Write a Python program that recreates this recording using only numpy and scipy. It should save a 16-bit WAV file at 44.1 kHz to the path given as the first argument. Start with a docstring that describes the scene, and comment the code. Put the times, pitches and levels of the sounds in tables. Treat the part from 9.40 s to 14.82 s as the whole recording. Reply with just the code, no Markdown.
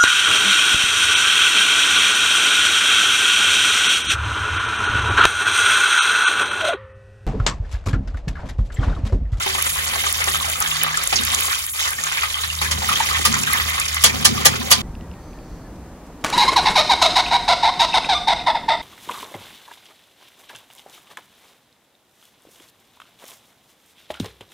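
"""A dense, bright sizzle runs throughout: chicken wings fry in a pot of hot oil, close to two microphones.
Thousands of tiny steam pops a second make it, easing as wings leave; ringing bubbles boil up and plop,
noise bursts spit and squirt, and filtered noise slops. Steel tongs touch the pot as they fish wings out,
then knock on it four times: noise cracks and ringing modes that overload the microphones.
Behind the pot a kitchen fan drones: three wavering hum harmonics over a rumble of air."""
import sys
import numpy as np
from scipy import signal
from scipy.fft import rfft, irfft, next_fast_len
from scipy.io import wavfile

SR = 44100
rng = np.random.default_rng(int(sys.argv[2]) if len(sys.argv) > 2 else 0)


def unload_audio(sound):
    """Save the sound as a 16-bit wav file, at the path given as the first command line argument."""
    columns = np.transpose(np.atleast_2d(sound))
    # keep every value between -1 and 1, then stretch to whole-number steps
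    steps = np.round(np.clip(columns, -1, 1) * 32767)
    wavfile.write(sys.argv[1], SR, steps.astype(np.int16))


N = 238928
TIME = np.arange(N) / SR
TAPS = 4096  # length of a path from pot to microphones, samples
LEAD = 64  # samples kept free ahead of a direct arrival
EDGE_HZ = 16050  # upper band limit

# Relative frying level, easing as wings leave: t/s, coarse sizzle level/dB, fine fizz level/dB
FRYING = [(0.0, -26, -33.5), (0.24, -23, -26.5), (0.72, -25.5, -32), (0.84, -23, -28), (1.11, -27.5, -30.5),
          (1.24, -26.5, -30), (1.56, -24, -35), (2.08, -23, -26.5), (2.21, -26, -28.5),
          (2.46, -22.5, -30.5), (2.58, -27.5, -32.5), (2.81, -24.5, -31), (3.08, -30, -33.5),
          (3.56, -22.5, -30.5), (4.18, -24, -29.5), (5.41, -28.5, -43.5)]
# Dips and small lifts of the coarse sizzle while the fizz goes on: t/s, level change/dB
LULLS = [(0.331, -8), (1.185, -1), (1.685, -7), (2.27, -2.5), (2.326, -22.5), (2.555, -5.5), (2.92, 1),
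         (3.189, -2)]
# Colour of the pops in the pot: f/Hz, spectral density/dB per Hz
SIZZLE_COLOUR = [(250, -47), (380, -14.5), (480, -12.5), (700, -19), (930, -14), (1200, -4.5), (1400, -6),
                 (1800, -8), (2200, -3), (2600, -4.5), (2930, -2), (3200, -0.5), (3520, -1.5), (4300, -6),
                 (5900, -6.5), (7200, 0), (10000, -3), (12000, -5), (15700, -12)]
# Short rushes of bubbles as the oil boils up: t/s at the height, level/dB, half length/s
BOILS = [(0.56, -38, 0.03), (1.107, -30.5, 0.036), (1.44, -27.5, 0.1), (2.133, -24, 0.026),
         (2.397, -33, 0.016), (3.259, -26, 0.022), (3.749, -18, 0.017), (4.137, -21.5, 0.04),
         (4.34, -26.5, 0.036), (5.045, -24, 0.035)]
# Hollow of the pot, rung by small bubbles: f/Hz, gain/dB
HOLLOW = [(500, -16), (800, 3), (1000, -5), (1230, -1.5), (1520, -4.5), (1900, 2), (2500, -3), (3600, -4)]
# Large bubbles: t/s, peak level/dB, f/Hz, droplet spray peak level/dB, relative gulp level/dB
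BUBBLES = [(0.005, -16.5, 1350, -19, -45), (0.062, -16, 860, -11.5, -28.5), (0.099, -24, 3010, -13, -43),
           (0.148, -21.5, 970, -17, -39), (0.183, -14.5, 1170, -13, -37.5), (0.212, -21, 2900, -25, -65),
           (0.307, -29, 2930, -39, -57), (0.358, -22.5, 1020, -21, -50), (0.386, -16, 1790, -17, -46),
           (0.478, -23, 1950, -28, -57), (0.533, -30, 1000, -16, -40.5), (0.559, -20, 745, -22, -54),
           (0.638, -19, 2240, -11, -37), (0.666, -13, 1180, -31, -41), (0.743, -20, 3570, -17, -56),
           (0.804, -23, 1464, -21, -43), (0.817, -12, 2110, -13, -54), (0.874, -16.5, 1150, -14, -34),
           (0.945, -13, 1250, -17, -43), (0.963, -13, 3490, -24, -55), (1.009, -15, 1115, -31, -54),
           (1.045, -20, 780, -20, -47), (1.056, -18, 1300, -30, -55), (1.080, -22.5, 654, -22, -47),
           (1.154, -20.5, 1248, -24, -53), (1.206, -21, 1220, -14.5, -43), (1.215, -13, 1248, -20, -38.5),
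           (1.249, -16.5, 1720, -16, -57), (1.261, -11.5, 3270, -18, -53), (1.313, -13.5, 2800, -21, -55),
           (1.316, -12, 3470, -28, -57), (1.359, -22, 3445, -20, -52), (1.414, -9, 2930, -23, -55),
           (1.433, -24, 740, -13.5, -40), (1.465, -14, 1240, -17, -41), (1.542, -12.5, 1710, -20, -54),
           (1.574, -14.5, 1270, -19, -47), (1.726, -13.5, 745, -8, -39), (1.821, -18, 1620, -18, -47),
           (1.917, -19, 3000, -17, -58), (1.934, -20, 1205, -25, -50), (1.967, -23, 1100, -22, -52),
           (2.047, -22, 1130, -32, -52), (2.08, -22, 1090, -16.5, -42), (2.432, -17, 3000, -29, -60),
           (2.466, -24, 1248, -16, -55), (2.517, -17.5, 1593, -21, -51), (2.585, -16.5, 1800, -30, -55),
           (2.635, -19.5, 1220, -19, -60), (2.668, -19, 1722, -16.5, -60), (2.716, -23.5, 1076, -14, -52),
           (2.771, -12, 2250, -14.5, -62), (2.819, -28, 1230, -13, -58), (2.833, -12.5, 1220, -11, -63),
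           (2.943, -9.5, 3150, -23, -66), (2.969, -24, 1160, -18.5, -65), (3.036, -27, 1170, -15, -58),
           (3.036, -14, 4000, -24, -62), (3.101, -13.5, 2800, -35, -64), (3.191, -15, 3800, -36, -64),
           (3.216, -15, 1135, -13, -39.5), (3.42, -20, 880, -17, -46), (3.432, -19, 764, -31, -41),
           (3.490, -9, 1270, -12, -53), (3.514, -12, 1140, -30, -50), (3.558, -8.5, 3160, -27, -57),
           (3.603, -9, 883, -10, -41), (3.689, -24, 1800, -20, -60), (3.712, -16.5, 1240, -20, -44),
           (3.792, -24, 3010, -28, -39), (3.852, -11, 1190, -25, -57), (3.867, -19, 1200, -26, -55),
           (3.939, -10.5, 1378, -11, -53), (3.965, -15.5, 1076, -34, -56), (4.036, -11.5, 2630, -20, -55),
           (4.074, -11, 1600, -21, -60), (4.154, -15, 1650, -14, -53), (4.173, -19, 1220, -20, -60),
           (4.199, -10, 1950, -14, -42), (4.215, -20, 1150, -28, -47), (4.331, -26, 2710, -18, -60),
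           (4.38, -15, 1120, -17, -46), (4.415, -11.5, 2480, -30, -61), (4.567, -17.5, 1205, -21, -55),
           (4.568, -10.5, 2050, -16.5, -57), (4.697, -10.5, 2300, -22, -42), (4.977, -17, 1200, -23, -43),
           (5.138, -19, 1417, -24, -37), (5.214, -22.5, 1027, -25, -44)]
# Puff of air in the pot: f/Hz, spectral density/dB per Hz
GULP_COLOUR = [(200, -5), (330, -21), (460, -5), (560, 2.5), (800, 11.5), (1200, -43), (2500, -17)]
# Loudest spitting drops: t/s, relative level/dB, f/Hz
SPITS = [(0.034, -14, 6490), (0.224, 0, 10700), (0.726, 0, 9900), (0.841, -4, 7300), (0.898, -11, 11200),
         (0.9193, -10, 5950), (1.098, -8.5, 10400), (1.1173, -12, 10700), (1.203, -0.5, 9900),
         (1.2236, -3, 6930), (1.434, 3, 11300), (1.573, -1, 7550), (1.6376, -4.5, 9500), (1.674, 0.5, 7600),
         (1.8357, -3.5, 6760), (1.850, -4, 10300), (1.9465, 1.5, 7700), (2.007, -4, 10400),
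         (2.265, -7, 11200), (2.506, -9, 10800), (2.6377, -3.5, 7700), (2.722, -8.5, 6660),
         (2.81, -10, 6460), (3.151, -11, 5900), (3.312, -9, 5200), (3.405, -16, 6960), (3.554, -10, 6800),
         (3.829, -14, 7340), (3.9263, -4, 5830), (3.942, -3, 6540), (4.0335, -4, 6550), (4.132, -1, 10000),
         (4.299, -8, 9900), (4.399, -1, 7600), (4.5444, -5.5, 9400), (4.627, -11, 9250)]
# Steam squirts, each lower, as the tongs plunge in: t/s, peak level/dB, f/Hz, 60 dB decay/s
SQUIRTS = [(1.758, -3, 5260, 0.062), (1.7755, -8, 4550, 0.013), (1.787, -6.5, 3430, 0.069)]
# Tongs against the pot: t/s, force level/dB, rattle length/s, relative boom level/dB,
# favoured f/Hz at the struck spot, ringing time as a share of the free one
KNOCKS = [(1.726, -24.5, 0.0086, -41.5, 2950, 1.1), (3.214, -21.5, 0.039, -42, 1030, 1.1),
          (3.311, -20, 0.0071, -37, 2850, 0.71), (3.488, -29, 0.0087, -39, 2300, 0.81),
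          (3.851, -13, 0.0026, -31, 7400, 0.96), (3.941, -34, .004, -38.5, 1200, 1),
          (4.6381, -6.5, 0.0055, -30.5, 3241, 0.98), (4.66, -19, 0.005, -36.5, 1040, 0.48),
          (4.8457, -19, 0.0033, -53, 4490, 0.65), (4.8507, -7, 0.0057, -27.5, 4430, 0.66),
          (5.049, -21, 0.0026, -55, 5070, 0.44), (5.0544, -6, 0.012, -28, 6700, 0.6),
          (5.305, -19, 0.0035, -55, 5140, 0.57), (5.3132, -6.5, 0.013, -31, 3550, 0.74)]
# Modes of tongs and pot before each blow varies them: f/Hz, relative level/dB, free 60 dB decay/s
STEEL_MODES = [(524, -3, 0.26), (914, -3, 0.6), (1020, 7.5, 0.4), (1195, 15.5, 0.14), (1800, 4, 0.089),
               (1860, 9, 0.17), (2300, 2, 0.38), (2924, 18, 0.079), (3210, 14.5, 0.15), (3510, 5.5, 0.076),
               (3440, 15, .12), (4115, -5, 0.12), (4520, 16, 0.12), (5150, 0, 0.12), (5000, 14, 0.09),
               (5400, 9, 0.2), (5560, 10, 0.12), (5940, 11, 0.15), (6200, -27, 0.12), (6288, 12, .11),
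               (6585, 6, 0.1), (6740, 11, 0.13), (7450, 6, 0.14)]
# Colour of a steel contact: f/Hz, spectral density/dB per Hz
CLACK_COLOUR = [(40, -41), (150, -10), (300, -16), (440, -5.5), (520, -2), (680, -5.5), (950, -0.5),
                (1400, -2.5), (1800, 1), (2400, -4), (5200, -0.5), (8000, -0.5), (10500, -4.5),
                (12500, -22), (15500, -17)]
# First touch of steel: f/Hz, spectral density/dB per Hz
TICK_COLOUR = [(800, -31), (2500, 1.5), (5000, -0.5), (9000, -5.5), (11500, -3), (15500, -14)]
# Boom of the full pot on its grate: f/Hz, spectral density/dB per Hz
BOOM_COLOUR = [(40, -35), (85, -16), (112, 6.5), (130, -13), (150, 6.5), (170, -25), (192, 6), (207, 0),
               (228, 4.5), (255, 0.5), (295, -6.5), (400, -6.5), (700, -33.5)]
# Tongs and wings bump the pot bottom under the oil: t/s, relative level/dB
THUDS = [(1.728, -30), (1.768, -30), (1.797, -28.5), (2.582, -41), (3.215, -36), (3.256, -39),
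         (3.795, -30.5), (3.893, -31.5)]
# Dull bump through the oil: f/Hz, spectral density/dB per Hz
THUD_COLOUR = [(90, -20), (170, -4.5), (240, 1), (320, -5), (420, -9), (700, -25), (1500, -45)]
# Stirred oil slopping about in the pot: start t/s, length/s, level/dB
SLOPS = [(0.0, 2.245, -39), (2.38, 0.67, -47), (3.222, 1.08, -37), (4.15, 0.48, -40), (4.62, 1.06, -34)]
# Colour of the slopping oil: f/Hz, spectral density/dB per Hz
SLOP_COLOUR = [(170, -20), (240, 6), (280, -10.5), (330, 1.5), (385, -6), (450, -13), (550, 0.5), (630, -5),
               (750, 5.5), (1000, -29), (1500, -16)]
# Motor hum swelling and sinking: t/s, relative fundamental level/dB
FAN_HUM = [(0.0, -37.5), (0.25, -35.5), (0.7, -39), (1.0, -34), (1.3, -42.5), (1.47, -53), (1.71, -36.5),
           (1.84, -32), (2.27, -50.5), (2.45, -39), (2.62, -50.5), (2.88, -42), (3.1, -33.5), (3.35, -28.5),
           (3.58, -43), (3.78, -29), (3.97, -33), (4.07, -40), (4.26, -26.5), (4.44, -41.5), (4.55, -31),
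           (5.41, -34.5)]
# Second harmonic of the hum before its waver: t/s, level/dB
FAN_OCTAVE = [(0.0, -52), (0.3, -42.5), (0.72, -52), (0.95, -39), (1.15, -50.5), (1.3, -38), (1.55, -40),
              (1.7, -56), (2.0, -51), (2.3, -73), (2.45, -58), (2.65, -42), (2.9, -59), (3.1, -45),
              (3.4, -41), (5.41, -47)]
# Moving air of the fan: f/Hz, spectral density/dB per Hz
AIR_COLOUR = [(20, -22), (35, -2.5), (55, 10.5), (80, 9), (120, 3.5), (200, -10.5), (300, -6), (600, -30),
              (1500, -56)]
# The pot at the two microphones: f/Hz, likeness 0-1, phase by which left leads/rad
MICROPHONES = [(70, 0.97, 0), (155, 0.95, 0.8), (230, 0.95, 1.9), (300, 0.9, 3.1), (385, 0.85, 4.3),
               (440, 0.5, 4.6), (480, 0.24, 0.4), (590, 0.7, 2.2), (740, 0.37, 2.7), (830, 0.54, 0.7),
               (1200, 0.92, 1.9), (1850, 0.15, 2.6), (2900, 0.66, 3.4), (4000, 0.1, 4.3), (5200, 0.3, 2.0),
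               (6300, 0.6, -0.2), (8400, 0.96, -3.1), (9700, 0.7, -4.6), (11000, 0.96, -6.3),
               (12100, 0.62, -7.5), (13400, 0.95, -9.4), (15300, 0.84, -12.4)]
# Balance of the two microphones: f/Hz, left minus right level/dB
BALANCE = [(250, -11), (500, -3), (1200, -0.5), (2500, -1), (4000, -2.5), (5500, -6.5), (7200, 0.5)]

LULL_SINK_S, LULL_RETURN_S = 0.028, 0.017
POPS_PER_S, FINER_IS_DENSER = 170, .8  # pop rate at 1500 Hz, and its exponent over pitch
FLURRY_DB, FLURRY_HZ, SHARED_FLURRY_DB = 4.2, 70, 1.6
POP_ECHO_S = .03
SIMMER_DB = -9.5  # bubbling between the boils, relative to the coarse sizzle
BUBBLE_CYCLES, BUBBLE_RISE, BUBBLE_ECHO_DB = 4.0, .005, -2.5  # cycles at 1200 Hz
SMALL_RING_LONGER = .6  # exponent of the ringing cycles over pitch
SPRAY_T60_S = .1
FIZZLE_DB = -13  # relative to the coarse sizzle
SPIT_S, SPIT_OCTAVES, SPIT_ECHO_S = 0.0004, 0.41, 0.011  # level reference time, bandwidth, echo decay
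SQUIRT_OCTAVES = .36
TICK_DB, RING_DB = -5, -6.3  # relative to the body of a clack
TICK_T60_S, BODY_RISE_S = 0.051, 0.0026  # the rattle lengthens the tick
FAVOUR_DB, FAVOUR_OCTAVES = 8, .04
MODE_SPREAD_DB, MODE_DETUNE = 2, .002  # random spread of level, and of pitch as a share
THUD_T60_S, THUD_RISE_S = 0.17, 0.0028
SLOP_EDGE_S, SLOP_WASH = 0.13, 0.12  # fade at each end, steady power under the glugs
GLUGS_PER_S, GLUG_S = 45, .007
FAN_HZ, FAN_WAVER_DB, FAN_WAVER_HZ = 78.2, 1.0, 4


def amp(db):
    """Decibels to gain."""
    return 10 ** (np.asarray(db) / 20)


def evened(x):
    """Scales to rms 1."""
    return x / np.sqrt(np.mean(x ** 2) + 1e-20)


def read(table, hz, axis=1):
    """One column of a table over log frequency."""
    rows = np.array(table, float)
    return np.interp(np.log(hz + 1), np.log(rows[:, 0] + 1), rows[:, axis])


def follow(table, axis=1):
    """One column of a table over time."""
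    rows = np.array(table, float)
    return np.interp(TIME, rows[:, 0], rows[:, axis])


def add(mix, s, sound):
    """Mixes in a stereo sound at time s, less the lead ahead of its direct arrival."""
    part = mix[:, max(round(s * SR) - LEAD, 0):][:, :sound.shape[1]]
    part += sound[:, :part.shape[1]]


def through(x, response):
    """Convolves a mono sound with a stereo response."""
    return signal.fftconvolve(response, x[None], axes=1)


def colour(x, spectrum):
    """Filters by a smooth spectrum."""
    size = next_fast_len(x.shape[-1] + TAPS)
    gain = amp(read(spectrum, np.fft.rfftfreq(size, 1 / SR)))
    return irfft(rfft(x, size) * gain, size)[..., :x.shape[-1]]


def drift(hz):
    """Slow chance of rms 1 that turns about hz times a second."""
    knots = rng.standard_normal(2048)
    return evened(np.interp(TIME * hz, np.arange(len(knots)), knots))


def train(per_s, spread_db, largest):
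    """Random clicks of either sign, most small and a few large."""
    out = np.zeros(N)
    at = np.flatnonzero(rng.random(N) < per_s / SR)
    sizes, signs = rng.exponential(1, 20000), rng.choice([-1., 1.], 20000)
    out[at] = (amp(spread_db * np.minimum(sizes, largest)) * signs)[:len(at)]
    return out


def spurts_of(clicks, decay_s):
    """Lets each click die away exponentially."""
    return signal.lfilter([1], [1, -np.exp(-1 / (decay_s * SR))], clicks)


def path(t60, directness=1):
    """From one spot in the pot to both microphones: a direct arrival plus echoes off the pot wall."""
    hz, t = np.fft.rfftfreq(TAPS, 1 / SR), np.arange(TAPS) / SR
    echoes = rng.standard_normal((2, TAPS)) * amp(-60 * t / t60)
    echoes = rfft(echoes / np.linalg.norm(echoes, axis=1, keepdims=True))
    same = np.clip(directness * read(MICROPHONES, hz), 0, .99)
    side = np.array([[.5], [-.5]])  # left, right
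    direct = np.exp(1j * side * read(MICROPHONES, hz, axis=2))
    both = np.sqrt(same) * direct + np.sqrt(1 - same) * echoes
    both = both * amp(side * read(BALANCE, hz))
    fade = np.minimum(2 * (1 - t / t[-1]), 1) ** 2
    return np.roll(irfft(both), LEAD, axis=1) * fade


def ports(x):
    """A low sound reaches both microphones alike, a little apart in phase."""
    size = next_fast_len(len(x) + TAPS)
    phase = read(MICROPHONES, np.fft.rfftfreq(size, 1 / SR), axis=2)
    return irfft(rfft(x, size) * np.exp(.5j * np.array([phase, -phase])), size)[:, :len(x)]


def pop(hz, octaves, t60):
    """A burst of steam: one click, strongest around hz, heard from its own spot."""
    distance = np.log2((np.fft.rfftfreq(TAPS, 1 / SR) + 1) / hz) / octaves
    return irfft(rfft(path(t60)) * np.exp(-distance ** 2 / 2))


def blip(hz, cycles, rise):
    """A bubble rings, decaying over some cycles while its pitch rises."""
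    turns = hz * np.arange(TAPS // 2) / SR
    age = np.minimum(turns / cycles, 5)
    tone = np.sin(2 * np.pi * np.cumsum(1 + rise * age) * hz / SR)
    return tone * np.exp(-turns / cycles) * (1 - np.exp(-turns))


def coarse_db():
    """Relative level of the coarse sizzle: the frying plus its lulls, which sink and return quickly."""
    lulls_db = 0
    for s, db in LULLS:
        pace = np.where(TIME < s, LULL_SINK_S, LULL_RETURN_S)
        lulls_db = lulls_db + db * np.exp(-abs(TIME - s) / pace)
    return follow(FRYING) + lulls_db


def sizzle(count=28):
    """Thousands of pops a second in shared and separate flurries; the finest pitches follow the fizz."""
    body_db, fine_db = coarse_db(), follow(FRYING, axis=2)
    out, shared_db = np.zeros((2, N)), SHARED_FLURRY_DB * drift(FLURRY_HZ)
    for hz in np.geomspace(380, 16000, count):
        fineness = np.clip(2 * np.log2(hz / 5800), 0, 1)
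        level_db = (1 - fineness) * (body_db - 1.06) + fineness * (fine_db + 0.5)
        flurry_db = shared_db + FLURRY_DB * np.tanh(drift(FLURRY_HZ))
        per_s = min(POPS_PER_S * (hz / 1500) ** FINER_IS_DENSER, 3000)
        clicks = evened(train(per_s, spread_db=4.6, largest=2.9)) * amp(level_db + flurry_db)
        voice = pop(hz, octaves=0.28 * (hz / 3000) ** -.35, t60=POP_ECHO_S)
        out += signal.oaconvolve(clicks[None], voice, axes=1)[:, LEAD:N + LEAD]
    return amp(6.0) * colour(out, SIZZLE_COLOUR)


def simmer(count=24):
    """Steam escapes in spurts: small bubbles, louder in each spurt, ring the hollow of the pot."""
    spurts = spurts_of(abs(train(36, spread_db=2.5, largest=2.5)), 0.003)
    crowd, out = 0.8 + np.minimum(spurts, 1.2), np.zeros((2, N))
    for hz in np.geomspace(1020, 4400, count):
        voice = through(blip(hz, cycles=7.3, rise=0.057), path(0.087))
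        clicks = crowd * train(34, spread_db=4.5, largest=2.64)
        out += signal.oaconvolve(clicks[None], voice, axes=1)[:, :N]
    boiling = sum(amp(db) ** 2 * np.exp(-((TIME - s) / half) ** 2) for s, db, half in BOILS)
    level = np.sqrt(amp(coarse_db() + SIMMER_DB) ** 2 + boiling)
    return evened(colour(out, HOLLOW)) * level


def bubbles():
    """Large bubbles plop where wings and tongs stir the oil, and the air in the pot gulps below them."""
    out, t = np.zeros((2, N)), np.arange(2 * TAPS) / SR
    for s, db, hz, spray_db, gulp_db in BUBBLES:
        tone = blip(hz, BUBBLE_CYCLES * (hz / 1200) ** SMALL_RING_LONGER, BUBBLE_RISE)
        echo = through(tone, path(0.14, directness=0))
        direct = ports(np.pad(tone, (LEAD, echo.shape[1] - len(tone) - LEAD)))
        plop = evened(direct) + amp(BUBBLE_ECHO_DB) * evened(echo)
        add(out, s, amp(db) * plop / abs(plop).max())
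        # the torn film scatters droplets
        spray = rng.standard_normal(TAPS) * amp(-60 * t[:TAPS] / SPRAY_T60_S)
        spray = through(spray, pop(1800, octaves=0.75, t60=0.068))
        add(out, s, amp(spray_db) * spray / abs(spray).max())
        puff = evened(colour(rng.standard_normal(len(t)), GULP_COLOUR)) * amp(-60 * t / 0.072)
        hollow = amp(-9.5) * np.sin(2 * np.pi * 385 * t) * amp(-60 * t / 0.25)
        gulp = (puff + hollow) * (1 - np.exp(-t / 0.0012))
        add(out, s, amp(gulp_db + 13.0) * ports(gulp))
    return out


def fizzle(count=14):
    """Single small bubbles burst at the surface and stand out of the sizzle, on a ladder of pitches."""
    out = np.zeros((2, N))
    for hz in np.geomspace(1700, 7200, count):
        voice = through(blip(hz, cycles=2.5, rise=0.04), path(0.017))
        clicks = train(7, spread_db=4.0, largest=2.5)
        out += signal.oaconvolve(clicks[None], voice, axes=1)[:, :N]
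    return amp(coarse_db() + FIZZLE_DB) * evened(out)


def spits():
    """Water drops flash to steam with a bright snap of noise and a weaker, longer tail."""
    out = np.zeros((2, N))
    t = np.arange(TAPS // 8) / SR
    for s, db, hz in SPITS:
        burst = rng.standard_normal(len(t)) * (amp(-60 * t / 0.003) + amp(-15 - 60 * t / 0.018))
        snap = through(burst, pop(hz, SPIT_OCTAVES, SPIT_ECHO_S))
        strength = np.sqrt(np.sum(snap ** 2) / (SPIT_S * SR))
        add(out, s + .0006, amp(db - 0.5) * snap / strength)
    return out


def squirts():
    """Steam forced out of the crust chirps in a narrow band of decaying noise."""
    out, t = np.zeros((2, N)), np.arange(TAPS) / SR
    for s, db, hz, t60 in SQUIRTS:
        jet = rng.standard_normal(TAPS) * amp(-60 * t / t60)
        chirp = through(jet, pop(hz, octaves=SQUIRT_OCTAVES, t60=0.021))
        add(out, s, amp(db) * chirp / abs(chirp).max())
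    return out


def tongs():
    """Each contact of the tongs clacks and sets the heavy pot booming."""
    out, t = np.zeros((2, N)), np.arange(SR) / SR
    for s, force_db, rattle, boom_db, favoured_hz, ringing in KNOCKS:
        add(out, s, amp(force_db) * clack(rattle, favoured_hz, ringing))
        swell = amp(-60 * t / 1.0) * (1 - np.exp(-t / 0.055))
        boom = evened(colour(rng.standard_normal(SR), BOOM_COLOUR)) * swell
        add(out, s, amp(boom_db + 8.5) * ports(boom))
    return out


def clack(rattle, favoured_hz, ringing):
    """Steel chatters on steel: a bright tick, a crack at each contact, and modes that vary by blow."""
    t = np.arange(SR // 4) / SR
    contacts = chatter(rattle, len(t))
    # each contact cracks with a short and a longer decay
    decay = amp(-60 * t / (0.044 * ringing)) + amp(1 - 60 * t / (0.084 * ringing))
    power = signal.fftconvolve(contacts, decay ** 2)[:len(t)]
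    crack = rng.standard_normal(len(t)) * np.sqrt(abs(power)) * (1 - np.exp(-t / BODY_RISE_S))
    body = through(crack, path(0.12 * ringing, directness=1.0))[:, :len(t)]
    touch = rng.standard_normal(len(t)) * amp(-60 * t / (TICK_T60_S + rattle))
    tick = through(touch, path(0.025))[:, :len(t)]
    sound = evened(colour(body, CLACK_COLOUR)) + amp(TICK_DB) * evened(colour(tick, TICK_COLOUR))
    sound = sound + amp(RING_DB) * steel_ring(contacts, favoured_hz, ringing, t)
    return sound / np.sqrt(np.sum(sound ** 2) / (0.075 * SR))


def chatter(rattle, size_n, count=5):
    """Contact strengths: a first touch, quick contacts within the rattle and late bounces after it."""
    contacts = np.zeros(size_n)
    contacts[0] = 0.7
    for k, (when, size, late) in enumerate(rng.random((count, 3))):
        quick_at = int(np.clip(rattle * SR * (k + when) / count, 1, TAPS))
        bounce_at = int(np.clip((rattle + .04 * late) * SR, 1, TAPS))
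        contacts[quick_at] += 0.055 + size
        contacts[bounce_at] += 0.1 * size * (1 - late)
    return contacts


def steel_ring(contacts, favoured_hz, ringing, t):
    """The contacts feed energy into decaying modes, lifted near the pitch the struck spot favours."""
    hz, db, t60 = np.array(STEEL_MODES, float).T[:, :, None]
    nearness = np.exp(-(np.log2(hz / favoured_hz) / FAVOUR_OCTAVES) ** 2)
    db = db + FAVOUR_DB * nearness + MODE_SPREAD_DB * rng.standard_normal(hz.shape)
    hz = hz * (1 + MODE_DETUNE * rng.standard_normal(hz.shape))  # the grip shifts each mode a little
    decay = amp(db - 60 * t / (t60 * ringing)) ** 2
    energy = signal.fftconvolve(decay, np.roll(contacts, LEAD)[None], axes=1)[:, :len(t)]
    tones = np.sin(2 * np.pi * (hz * t + rng.random((2, len(hz), 1))))
    return evened((np.sqrt(abs(energy)) * tones).sum(1))


def thuds():
    """Bumps on the pot bottom, muffled by the oil: dull decaying noise."""
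    out, t = np.zeros((2, N)), np.arange(2 * TAPS) / SR
    for s, db in THUDS:
        dull = evened(colour(rng.standard_normal(len(t)), THUD_COLOUR))
        shape = amp(-60 * t / THUD_T60_S) * (1 - np.exp(-t / THUD_RISE_S))
        add(out, s, amp(db + 3) * ports(dull * shape))
    return out


def slop():
    """Stirred oil slops against the pot wall in quick low glugs of noise."""
    stirred = 0
    for s, length, db in SLOPS:
        edges = np.minimum(TIME - s, s + length - TIME) / SLOP_EDGE_S
        stirred = stirred + amp(db) * np.clip(edges, 0, 1)
    wash = ports(rng.standard_normal(N)) + 0.44 * rng.standard_normal((2, N))
    glugs = spurts_of(train(GLUGS_PER_S, spread_db=3, largest=2) ** 2, GLUG_S)
    return evened(colour(wash, SLOP_COLOUR)) * stirred * evened(np.sqrt(SLOP_WASH + glugs))


def fan():
    """A wavering motor hum of three harmonics over the rumble of moving air."""
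    turns = 2 * np.pi * np.cumsum(FAN_HZ * (1 + 0.00492 * drift(4.3))) / SR
    first_db = follow(FAN_HUM) + 0.6 + FAN_WAVER_DB * drift(FAN_WAVER_HZ)
    second_db = follow(FAN_OCTAVE) + FAN_WAVER_DB * drift(FAN_WAVER_HZ)
    third_db = -56.0 + 2.1 * drift(3.9)
    hum = amp(first_db) * np.sin(turns)
    hum += amp(second_db) * np.sin(2 * turns)
    hum += amp(third_db) * np.sin(3 * turns)
    air = ports(rng.standard_normal(N)) + 0.4 * rng.standard_normal((2, N))
    air_db = -31.5 + 0.31 * follow(FAN_HUM)  # the air swells less than the hum
    return ports(hum) + amp(air_db) * evened(colour(air, AIR_COLOUR))


def scene():
    """Oil, tongs and fan together."""
    oil = sizzle() + simmer() + bubbles() + fizzle() + spits() + squirts()
    return oil + tongs() + thuds() + slop() + fan()


def record(dry):
    """The microphones overload smoothly on the loudest peaks; then the band limit."""
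    clipped = dry / (1 + dry ** 8) ** (1 / 8)
    lowpass = signal.firwin(511, EDGE_HZ, window=("kaiser", 8), fs=SR)
    return signal.oaconvolve(clipped, lowpass[None], "same")


dry = scene()
out = record(dry)
unload_audio(out)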